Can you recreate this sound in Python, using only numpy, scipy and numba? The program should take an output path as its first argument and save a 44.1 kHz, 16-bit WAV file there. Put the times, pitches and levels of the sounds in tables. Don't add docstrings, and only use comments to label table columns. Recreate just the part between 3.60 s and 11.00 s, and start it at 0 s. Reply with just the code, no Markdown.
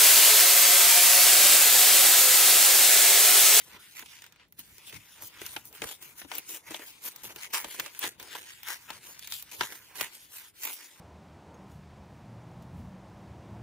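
import sys
import numpy as np
from scipy import signal
from scipy.fft import rfft, irfft, next_fast_len
from scipy.io import wavfile
from scipy.ndimage import uniform_filter1d
from numba import njit

SR = 44100
rng = np.random.default_rng(int(sys.argv[2]) if len(sys.argv) > 2 else 0)


def transcribe(signal):
    frames = np.atleast_2d(signal).T
    limited = np.clip(frames, -1, 1)
    pcm = np.round(limited * 32767).astype(np.int16)
    wavfile.write(sys.argv[1], SR, pcm)


N = 326340
SECONDS = np.arange(0, N + 64, 64) / SR
FLEX_HZ, RING_HZ, RASP_HZ, HISS_HZ = (160, 900), (900, 5000), (5000, 10000), (10000, 20000)


def from_db(db):
    return 10 ** (np.asarray(db) / 20)


def power_of(db):
    return from_db(2 * db)


def rms_one(x):
    return x / np.sqrt(np.mean(x ** 2) + 1e-20)


def in_time(rows):
    times, *columns = np.transpose(rows)
    return [np.interp(SECONDS, times, column) for column in columns]


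def per_sample(control):
    return np.interp(np.arange(N) / SR, SECONDS, control)


def at_hz(points, hz):
    known_hz, values = np.transpose(points)
    return np.interp(np.log(hz), np.log(known_hz), values)


def band(x, edges_hz):
    return signal.sosfilt(signal.butter(2, edges_hz, "band", fs=SR, output="sos"), x)


def panned(x, pan_db):
    return x * from_db(np.vstack([pan_db / 2, -pan_db / 2]))


def drift(rate_hz):
    pole = np.exp(-2 * np.pi * rate_hz / SR)
    smooth = signal.lfilter([1], [1, -2 * pole, pole * pole], rng.standard_normal(N + SR))
    return rms_one(smooth[SR:])


def swell(peak_s, rise_s, fall_s):
    width_s = np.where(SECONDS < peak_s, rise_s, fall_s)
    return -8.5 * np.abs((SECONDS - peak_s) / width_s) ** 1.82


def dying_noise(fade_s, length_s):
    t = np.arange(round(length_s * SR)) / SR
    return rng.standard_normal((2, len(t))) * from_db(-60 * t / fade_s)


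@njit
def resonance(x, hz, q):
    out = np.zeros_like(x)
    for c in range(x.shape[0]):
        for i in range(2, x.shape[1]):
            angle = 2 * np.pi * hz[i] / SR
            decay = np.exp(-angle / q / 2)
            push = (1 - decay ** 2) / 2 * (x[c, i] - x[c, i - 2])
            out[c, i] = push + 2 * decay * np.cos(angle) * out[c, i - 1] - decay ** 2 * out[c, i - 2]
    return out


# frequency in Hz, likeness (0 unrelated, 1 the same).
LIKENESS = [(60, 0.86), (180, 0.8), (550, 0.67), (1650, 0.53), (4970, 0.017), (15000, 0.18)]


def stereo(mid, side, colour):
    size = next_fast_len(mid.shape[-1] + 1024)
    hz = np.maximum(np.arange(size // 2 + 1) * SR / size, 1)
    alike = at_hz(LIKENESS, hz)
    shared = np.sqrt(1 + alike) * rfft(mid, size)
    opposed = np.sqrt(1 - alike) * rfft(side, size) * [[1], [-1]]
    return irfft((shared + opposed) * from_db(at_hz(colour, hz)), size)[:, :mid.shape[-1]]


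# time in seconds, ring level in dB, hiss level in dB,
# flex level in dB, left over right in dB (for the pulls too).
RUBBING = [(0.0, -54.5, -63.5, -71, 1), (0.47, -58, -64, -83, 1), (0.7, -60, -110, -80, 2),
           (0.95, -60, -58, -87, 0.5), (1.17, -61, -65.5, -79, 2), (2.1, -55, -62, -70, 1.5),
           (2.58, -59.5, -64, -71, 2.5), (2.8, -55.5, -63, -66, 1.5), (3.42, -58.5, -68, -74, 1),
           (4.08, -52.5, -53.5, -66, 1.5), (4.53, -56.5, -65, -68, 0.5), (5.21, -58, -62.5, -92, 1.0),
           (5.89, -53.5, -60.5, -74, 1.5), (6.1, -61, -67, -69, 0), (6.72, -57, -59.5, -77.5, 0),
           (7.4, -60, -66.5, -67, 1.5)]
# middle in seconds, length in seconds, dip in dB.
PAUSES = [(0.055, 0.051, -4), (0.183, 0.017, -10), (0.434, 0.018, -13), (0.602, 0.015, -30),
          (0.714, 0.2, -6), (0.903, 0.15, -21), (0.96, 0.015, -7), (1.202, 0.021, -1.5),
          (1.717, 0.03, -3.5), (2.033, 0.06, -5), (2.101, 0.074, -17), (2.378, 0.037, -9),
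          (2.548, 0.018, -7.0), (2.669, 0.021, -13), (3.04, 0.043, -39), (3.392, 0.06, -0.5),
          (3.74, 0.016, -24), (3.888, 0.027, -6.5), (4.605, 0.091, -28), (5.4, 0.023, -12),
          (5.857, 0.15, -5.5), (6.687, 0.068, -8), (6.926, 0.048, -21)]


def rubbing():
    ring_db, hiss_db, flex_db, pan_db = in_time(RUBBING)
    hush_db = sum(dip_db * np.exp(-(2 * (SECONDS - middle_s) / length_s) ** 2)
                  for middle_s, length_s, dip_db in PAUSES)
    return power_of(ring_db + hush_db), power_of(hiss_db + hush_db), power_of(flex_db), pan_db


# peak time, rise and fall in seconds, ring level in dB,
# ring pitch in Hz, hiss over ring in dB, flex over ring in dB.
PULLS = [(0.03, 0.057, 0.022, -63, 2200.0, -1, -23), (0.145, 0.042, 0.059, -59, 2420, -28, -2.5),
         (0.374, 0.024, 0.047, -49, 2120, -4.5, -31), (0.519, 0.049, 0.12, -54, 2640, -8.5, -37),
         (0.634, 0.013, 0.056, -59, 2040, -14, -23), (0.803, 0.016, 0.052, -58, 2180.0, -33, -16.5),
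         (0.998, 0.016, 0.021, -54, 2900.0, 2, -29), (1.182, 0.056, 0.02, -60, 2450.0, -6, -28),
         (1.29, 0.028, 0.02, -54.5, 2740, 6, -28), (1.361, 0.044, 0.017, -51.0, 2400, -2.5, -7.5),
         (1.631, 0.019, 0.031, -57, 2900.0, 8.5, -6.0), (1.675, 0.03, 0.011, -66.5, 2790.0, 17.5, -12),
         (1.871, 0.075, 0.063, -51, 2560, -1, -26), (1.93, 0.023, 0.049, -56.5, 2950.0, 7, -14.0),
         (2.07, 0.021, 0.03, -69, 3280.0, 16.5, -27), (2.165, 0.032, 0.018, -69, 2510.0, 15.5, -9.0),
         (2.231, 0.014, 0.036, -50.5, 1990.0, 2, 1), (2.303, 0.051, 0.042, -47, 3230, 1.5, -16),
         (2.429, 0.014, 0.033, -57.5, 2970, 6.5, -26), (2.594, 0.018, 0.028, -51.5, 2020, 1, -28),
         (2.769, 0.057, 0.027, -49, 2470, 2, -1), (2.903, 0.022, 0.054, -49, 2920, 3, -6.5),
         (2.95, 0.032, 0.03, -53.5, 2500.0, 9, -1), (3.138, 0.068, 0.04, -49, 2300, -5, -6.5),
         (3.225, 0.027, 0.018, -53.5, 2500, -0.5, 1), (3.29, 0.062, 0.041, -54, 2880, 0, -16.0),
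         (3.47, 0.031, 0.023, -49, 2630, 11.5, -11), (3.52, 0.01, 0.011, -66, 2770.0, 10, -17),
         (3.644, 0.01, 0.05, -51, 2500, 2.5, -2.5), (3.71, 0.027, 0.026, -52.5, 2530, -5, -1),
         (3.848, 0.053, 0.027, -46.5, 2050, -4, -20), (3.948, 0.013, 0.042, -33, 1600, -0.5, -18),
         (4.01, 0.045, 0.018, -58, 2230.0, 15, -1), (4.11, 0.016, 0.046, -53.5, 2570, 7, -26),
         (4.204, 0.036, 0.0071, -49.5, 2030.0, -13, -4), (4.265, 0.044, 0.025, -51.5, 1760, -2, -3),
         (4.35, 0.014, 0.037, -51.5, 2050, -7.0, -23), (4.452, 0.034, 0.031, -35, 2100, -3.5, -13.5),
         (4.608, 0.018, 0.093, -53, 1500, -5, -2), (4.749, 0.034, 0.079, -46.5, 1800, -12, -13.5),
         (4.914, 0.079, 0.035, -51.5, 1930, -9, -22), (5.113, 0.046, 0.039, -37.5, 1820, -7.0, -32),
         (5.302, 0.02, 0.12, -52.5, 1600, -7.5, -8.0), (5.458, 0.035, 0.067, -54, 2220.0, -0.5, -7),
         (5.63, 0.01, 0.035, -51, 2570.0, -8, -25), (5.727, 0.021, 0.059, -47, 3580, 3, -28),
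         (5.8, 0.036, 0.021, -61, 3420, 10, -20), (5.922, 0.0094, 0.11, -54, 2750.0, 1.5, -8.5),
         (6.022, 0.025, 0.052, -39, 1700, -11.5, -12), (6.127, 0.044, 0.053, -50, 1970, -3, -10),
         (6.37, 0.019, 0.018, -49, 2360.0, 2, -16), (6.415, 0.034, 0.034, -39.5, 2240, -3, -13),
         (6.46, 0.02, 0.023, -48, 2400.0, -3, -10), (6.55, 0.03, 0.035, -55.0, 1910, 2, -9),
         (6.77, 0.042, 0.049, -54.5, 2340, 5, -20), (7.052, 0.038, 0.073, -45, 1920, 2.5, -10),
         (7.13, 0.019, 0.037, -51.5, 2080, 6.5, -23), (7.23, 0.09, 0.074, -55, 2020, -1, -14)]


def pulls(ring, hiss, flex, pan_db, rub_hz=2180):
    pitch_sum = ring * rub_hz
    for peak_s, rise_s, fall_s, db, hz, hiss_db, flex_db in PULLS:
        power = power_of(db + swell(peak_s, rise_s, fall_s))
        ring = ring + power
        hiss = hiss + power * power_of(hiss_db)
        flex = flex + power * power_of(flex_db)
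        pitch_sum = pitch_sum + power * hz
    ring_db, hiss_over_db, flex_over_db = 10 * np.log10([ring, hiss / ring, flex / ring])
    return ring_db, pitch_sum / ring, hiss_over_db, flex_over_db, pan_db


def fibre_breaks(crackle, breaks_per_s=7000):
    single_db = 4.1 * np.minimum(rng.exponential(1, N), 5)
    clump_db = 1.6 * drift(rate_hz=67)
    sizes = from_db(crackle * (single_db + clump_db)) * rng.choice([-1, 1], N)
    breaks = sizes * (rng.random(N) < breaks_per_s / SR)
    nearby_power = uniform_filter1d(breaks ** 2, size=SR // 20)
    return breaks / np.sqrt(nearby_power + 1e-9)


@njit
def shake_sheet(breaks, patch, bursts):
    out = np.zeros((2, len(breaks)))
    for i in range(len(breaks)):
        if breaks[i] != 0:
            for c in range(2):
                for j in range(min(bursts.shape[2], len(breaks) - i)):
                    out[c, i + j] += breaks[i] * bursts[patch[i], c, j]
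    return out


# frequency in Hz, level in dB.
PAPER_COLOUR = [(120, -59), (200, -9.5), (334, 1.5), (681, -7), (964, -1.5), (1270, -4.5), (1440, -2.5),
                (1900, -2.5), (3460, -2), (5090, -6.5), (6220, -6), (8180, -8), (8960, -4.5), (15500, 3),
                (15950, -31)]


def tearing(patches_per_s=30):
    ring_db, ring_hz, hiss_over_db, flex_over_db, pan_db = map(per_sample, pulls(*rubbing()))
    crackle = np.clip((ring_db + 66) / 18, .3, 1)
    breaks = fibre_breaks(crackle)
    bursts = np.array([dying_noise(fade_s=.005, length_s=.01) for _ in range(200)])
    position = np.arange(N) / SR * patches_per_s + 1.6 * rng.random(N)
    patch = position.astype(int) % len(bursts)
    sheet = stereo(*shake_sheet(breaks, patch, bursts), PAPER_COLOUR)
    flex, ring, rasp, hiss = (rms_one(band(sheet, edges_hz) * from_db(1.6 * drift(rate_hz=10.4)))
                              for edges_hz in (FLEX_HZ, RING_HZ, RASP_HZ, HISS_HZ))
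    ring = rms_one(ring + 1.5 * crackle * resonance(ring, ring_hz, q=2.05))
    rasp_hz = np.clip(7040 + 66 * hiss_over_db, *RASP_HZ)
    rasp = rms_one(rasp + 0.77 * resonance(rasp, rasp_hz, q=36.0))
    rasp *= from_db(1 + 0.66 * hiss_over_db)
    hiss *= from_db(hiss_over_db)
    flex *= from_db(flex_over_db)
    paper = flex - ring + rasp - hiss
    return panned(paper * from_db(ring_db), pan_db)


def desk_echo(paper, fade_s=.1, level_db=-15):
    tail = dying_noise(fade_s, length_s=fade_s)
    tail /= np.sqrt(np.sum(tail ** 2, axis=1, keepdims=True))
    return from_db(level_db) * signal.oaconvolve(paper, tail, axes=1)[:, :N]


# frequency in Hz, level in dB.
RUMBLE_COLOUR = [(18, -53), (30, -29), (48, -1.5), (102, 3), (203, -0.5), (240, -5.5), (310, -2.5),
                 (530, -120)]
# time in seconds, level in dB.
HAND_MOVES = [(0.0, -70), (0.66, -72), (2.14, -68), (2.76, -73), (5.81, -69.5), (7.4, -80)]
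# peak time in seconds, level in dB.
BUMPS = [(0.155, -64.0), (0.419, -71), (0.629, -77), (1.008, -67.0), (1.137, -67.0), (1.368, -52.5),
         (1.636, -60.0), (1.831, -59.5), (1.985, -61.0), (2.235, -51), (2.639, -57.5), (3.113, -60.0),
         (3.662, -59), (3.776, -69), (4.051, -60.0), (4.21, -61), (4.465, -54), (4.605, -61.5),
         (5.333, -60), (6.021, -50.5), (6.361, -65), (6.425, -60.0)]


def hand_rumble():
    low = rms_one(stereo(*rng.standard_normal((2, N)), RUMBLE_COLOUR))
    moving = power_of(in_time(HAND_MOVES)[0])
    bumping = sum(power_of(db + swell(peak_s, rise_s=.03, fall_s=.031)) for peak_s, db in BUMPS)
    level = per_sample(np.sqrt(moving + bumping))
    wobble = from_db(2 * drift(rate_hz=15))
    return panned(low * level * wobble, pan_db=2.5)


# frequency in Hz, level in dB.
ROOM_COLOUR = [(120, -5), (200, -10), (305, 8), (879, -2), (1240, -33), (1930, -9), (3160, -30),
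               (15800, -20)]


def room_tone(level_db=-76.5):
    return from_db(level_db) * rms_one(stereo(*rng.standard_normal((2, N)), ROOM_COLOUR))


# start in seconds, the ring's peak in dB, ring pitch in Hz,
# thump pitch in Hz, then rasp, hiss and thump levels in dB over that peak, left over right in dB.
SNAPS = [(0.393, -34, 1960, 328, -10.5, -7, -26.5, 2), (0.4236, -34.5, 2050, 890, -31, -25, -18.5, 0),
         (0.4595, -40, 2810, 842, -14, -17, -27, -0.5), (0.62, -38.5, 1770, 614, -11.5, -15, -35, 0),
         (0.6396, -39, 1840, 891, -18, -15, -38, 0.0), (0.6634, -41.5, 1780, 668, -14, -14, -36, -1.0),
         (0.7227, -44.5, 1890, 310, -13, -13, -35, -1), (0.7598, -47, 2270, 826, -22, -23, -23, 2.0),
         (0.7968, -46.5, 2200, 829, -41, -37, -27, -3), (0.8825, -79, 902, 342, -1, 6, -8, -1.0),
         (0.923, -54.5, 2110, 285, -9, 3, -26, -1.5), (0.9911, -47, 3010, 245, -6, 7, -13.5, 0),
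         (1.181, -49, 1970, 409, -2, -1, -18, 0.5), (1.3256, -35, 2060, 420, -16, -22, -17, -2),
         (1.6216, -44.5, 1660, 514, -20, 2, -14, 3), (1.8153, -29, 2080, 385, -16.5, -19, -13.5, 1),
         (1.8627, -34.5, 4200, 493, -3.5, -3, -41, 4), (1.9631, -23, 2600, 775, -21.5, -33, -18, 2),
         (2.0527, -53, 4400, 304, -4, 8, -22, 1.5), (2.1266, -48, 3270, 867, -8, -3, -17, 3.5),
         (2.2183, -22, 2300, 457, -19.5, -25, -17, 3.5), (2.2373, -29.5, 2200, 505, -26, -25, -12, 0),
         (2.4245, -50, 3040, 350, -4, 4, -11, 2.5), (2.582, -54, 1750, 899, 2, -1, -20, 1.5),
         (2.616, -30.5, 1610, 732, -38, -26, -20.5, 2), (2.647, -50, 934, 280, -24, -24, 0, 6),
         (2.7152, -23, 2270, 756, -22, -29, -20, 3), (2.7511, -38, 3930, 259, -5, 2, -24, 7),
         (2.7818, -30, 2260, 850, -26, -2, -33, 1), (2.8906, -40.5, 4460, 358, -6, -3, -19, 4),
         (3.1071, -36.5, 1840, 318, -6, -11, -6, 1), (3.1439, -23, 3400, 670, -28, -30, -20, 0.5),
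         (3.1928, -39.5, 895, 450, -14, -15, -8.5, -2), (3.4382, -44, 3890, 497, -2, -6, -16, 1.0),
         (3.463, -35, 2450, 905, -12, -11, -19, 1), (3.5602, -49, 1840, 860, 1.5, 7, -38, 3.0),
         (3.6334, -48, 2100, 315, 0, 5, -20, 1), (3.76, -32, 2650, 423, -14, -11, -19, 1),
         (3.9372, -25, 1450, 900, -13, -8, -19.5, 2.0), (3.9494, -22, 2700, 890, -29, -21, -37, -6),
         (4.0438, -25.5, 1450, 590, -15.5, -21, -16.5, 1), (4.1442, -34.5, 1060, 732, -14, -12, -21, 2.0),
         (4.197, -19, 1800, 744, -13.5, -11, -40, 0.5), (4.261, -29, 1220, 576, -13, -17, -23, 0.0),
         (4.3907, -42.5, 2690, 890, -4, 10, -31, 1.5), (4.4398, -17.5, 880, 920, -33, -24, -20.5, -1),
         (4.5979, -33.5, 1780, 420, -16, -13, -26, 0), (4.6267, -38, 1440, 342, -10, -7, -26, 0),
         (4.7502, -31.5, 1010, 900, -24, -25, -11, 0), (5.031, -36, 2240, 864, -12.5, -7.5, -30, 2),
         (5.0848, -28.5, 1820, 425, -10.5, -8, -31, 5), (5.3029, -26.5, 1030, 880, -18.5, -21, -17, 3),
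         (5.5922, -40.5, 2170, 297, -5, -2.5, -44, -2), (5.673, -33, 2100, 864, -9.5, -7.5, -47, 0),
         (5.7216, -27.5, 3880, 872, -9, -13, -43, 1), (5.824, -41.5, 3980, 810, -7, 1.5, -26, 1),
         (5.9135, -48.5, 3660, 759, -1, -1, -28, 5), (6.0084, -12, 1530, 890, -32, -37, -21, 2),
         (6.0327, -24, 2040, 877, -24, -29, -20, 1), (6.1215, -36.5, 1480, 775, -17, -24, -16, -7),
         (6.3544, -44, 2790, 743, -3.5, -15, -17, -4), (6.4098, -17, 1410, 734, -15.5, -13.5, -23.5, 1.5),
         (7.0334, -31, 2090, 708, -9, -4, -33, 1), (7.0506, -30, 2330, 850, -20, -2, -17.5, 0.0)]


def crease_snaps(ring_fade_s=.034, length_s=.06):
    out = np.zeros((2, N + SR))
    length = round(length_s * SR)
    head = round(.01 * SR)
    rise = np.minimum(np.arange(length) / (.001 * SR), 1)
    for start_s, peak_db, ring_hz, thump_hz, rasp_db, hiss_db, thump_db, pan_db in SNAPS:
        ring, crack, thump = (stereo(*dying_noise(stretch * ring_fade_s, length_s) * rise, PAPER_COLOUR)
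                              for stretch in (1, .6, 1.6))
        ring = band(ring, RING_HZ)
        ring += 1.5 * resonance(ring, np.full(length, float(ring_hz)), q=3.0)
        thump = band(thump, FLEX_HZ)
        thump += 2.9 * resonance(thump, np.full(length, float(thump_hz)), q=5.9)
        rasp, hiss = band(crack, RASP_HZ), band(crack, HISS_HZ)
        burst = ring / np.abs(ring).max()
        for layer, db in (rasp, rasp_db), (hiss, hiss_db), (thump, thump_db):
            burst += layer / np.std(layer[:, :head]) * from_db(db)
        start = round(start_s * SR)
        out[:, start:start + length] += panned(burst * from_db(peak_db), pan_db)
    return out[:, :N]


def scene():
    paper = tearing() + crease_snaps()
    return paper + desk_echo(paper) + hand_rumble() + room_tone()


def record(dry):
    return signal.sosfilt(signal.ellip(14, .3, 60, 15950, fs=SR, output="sos"), dry)


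dry = scene()
out = record(dry)
transcribe(out)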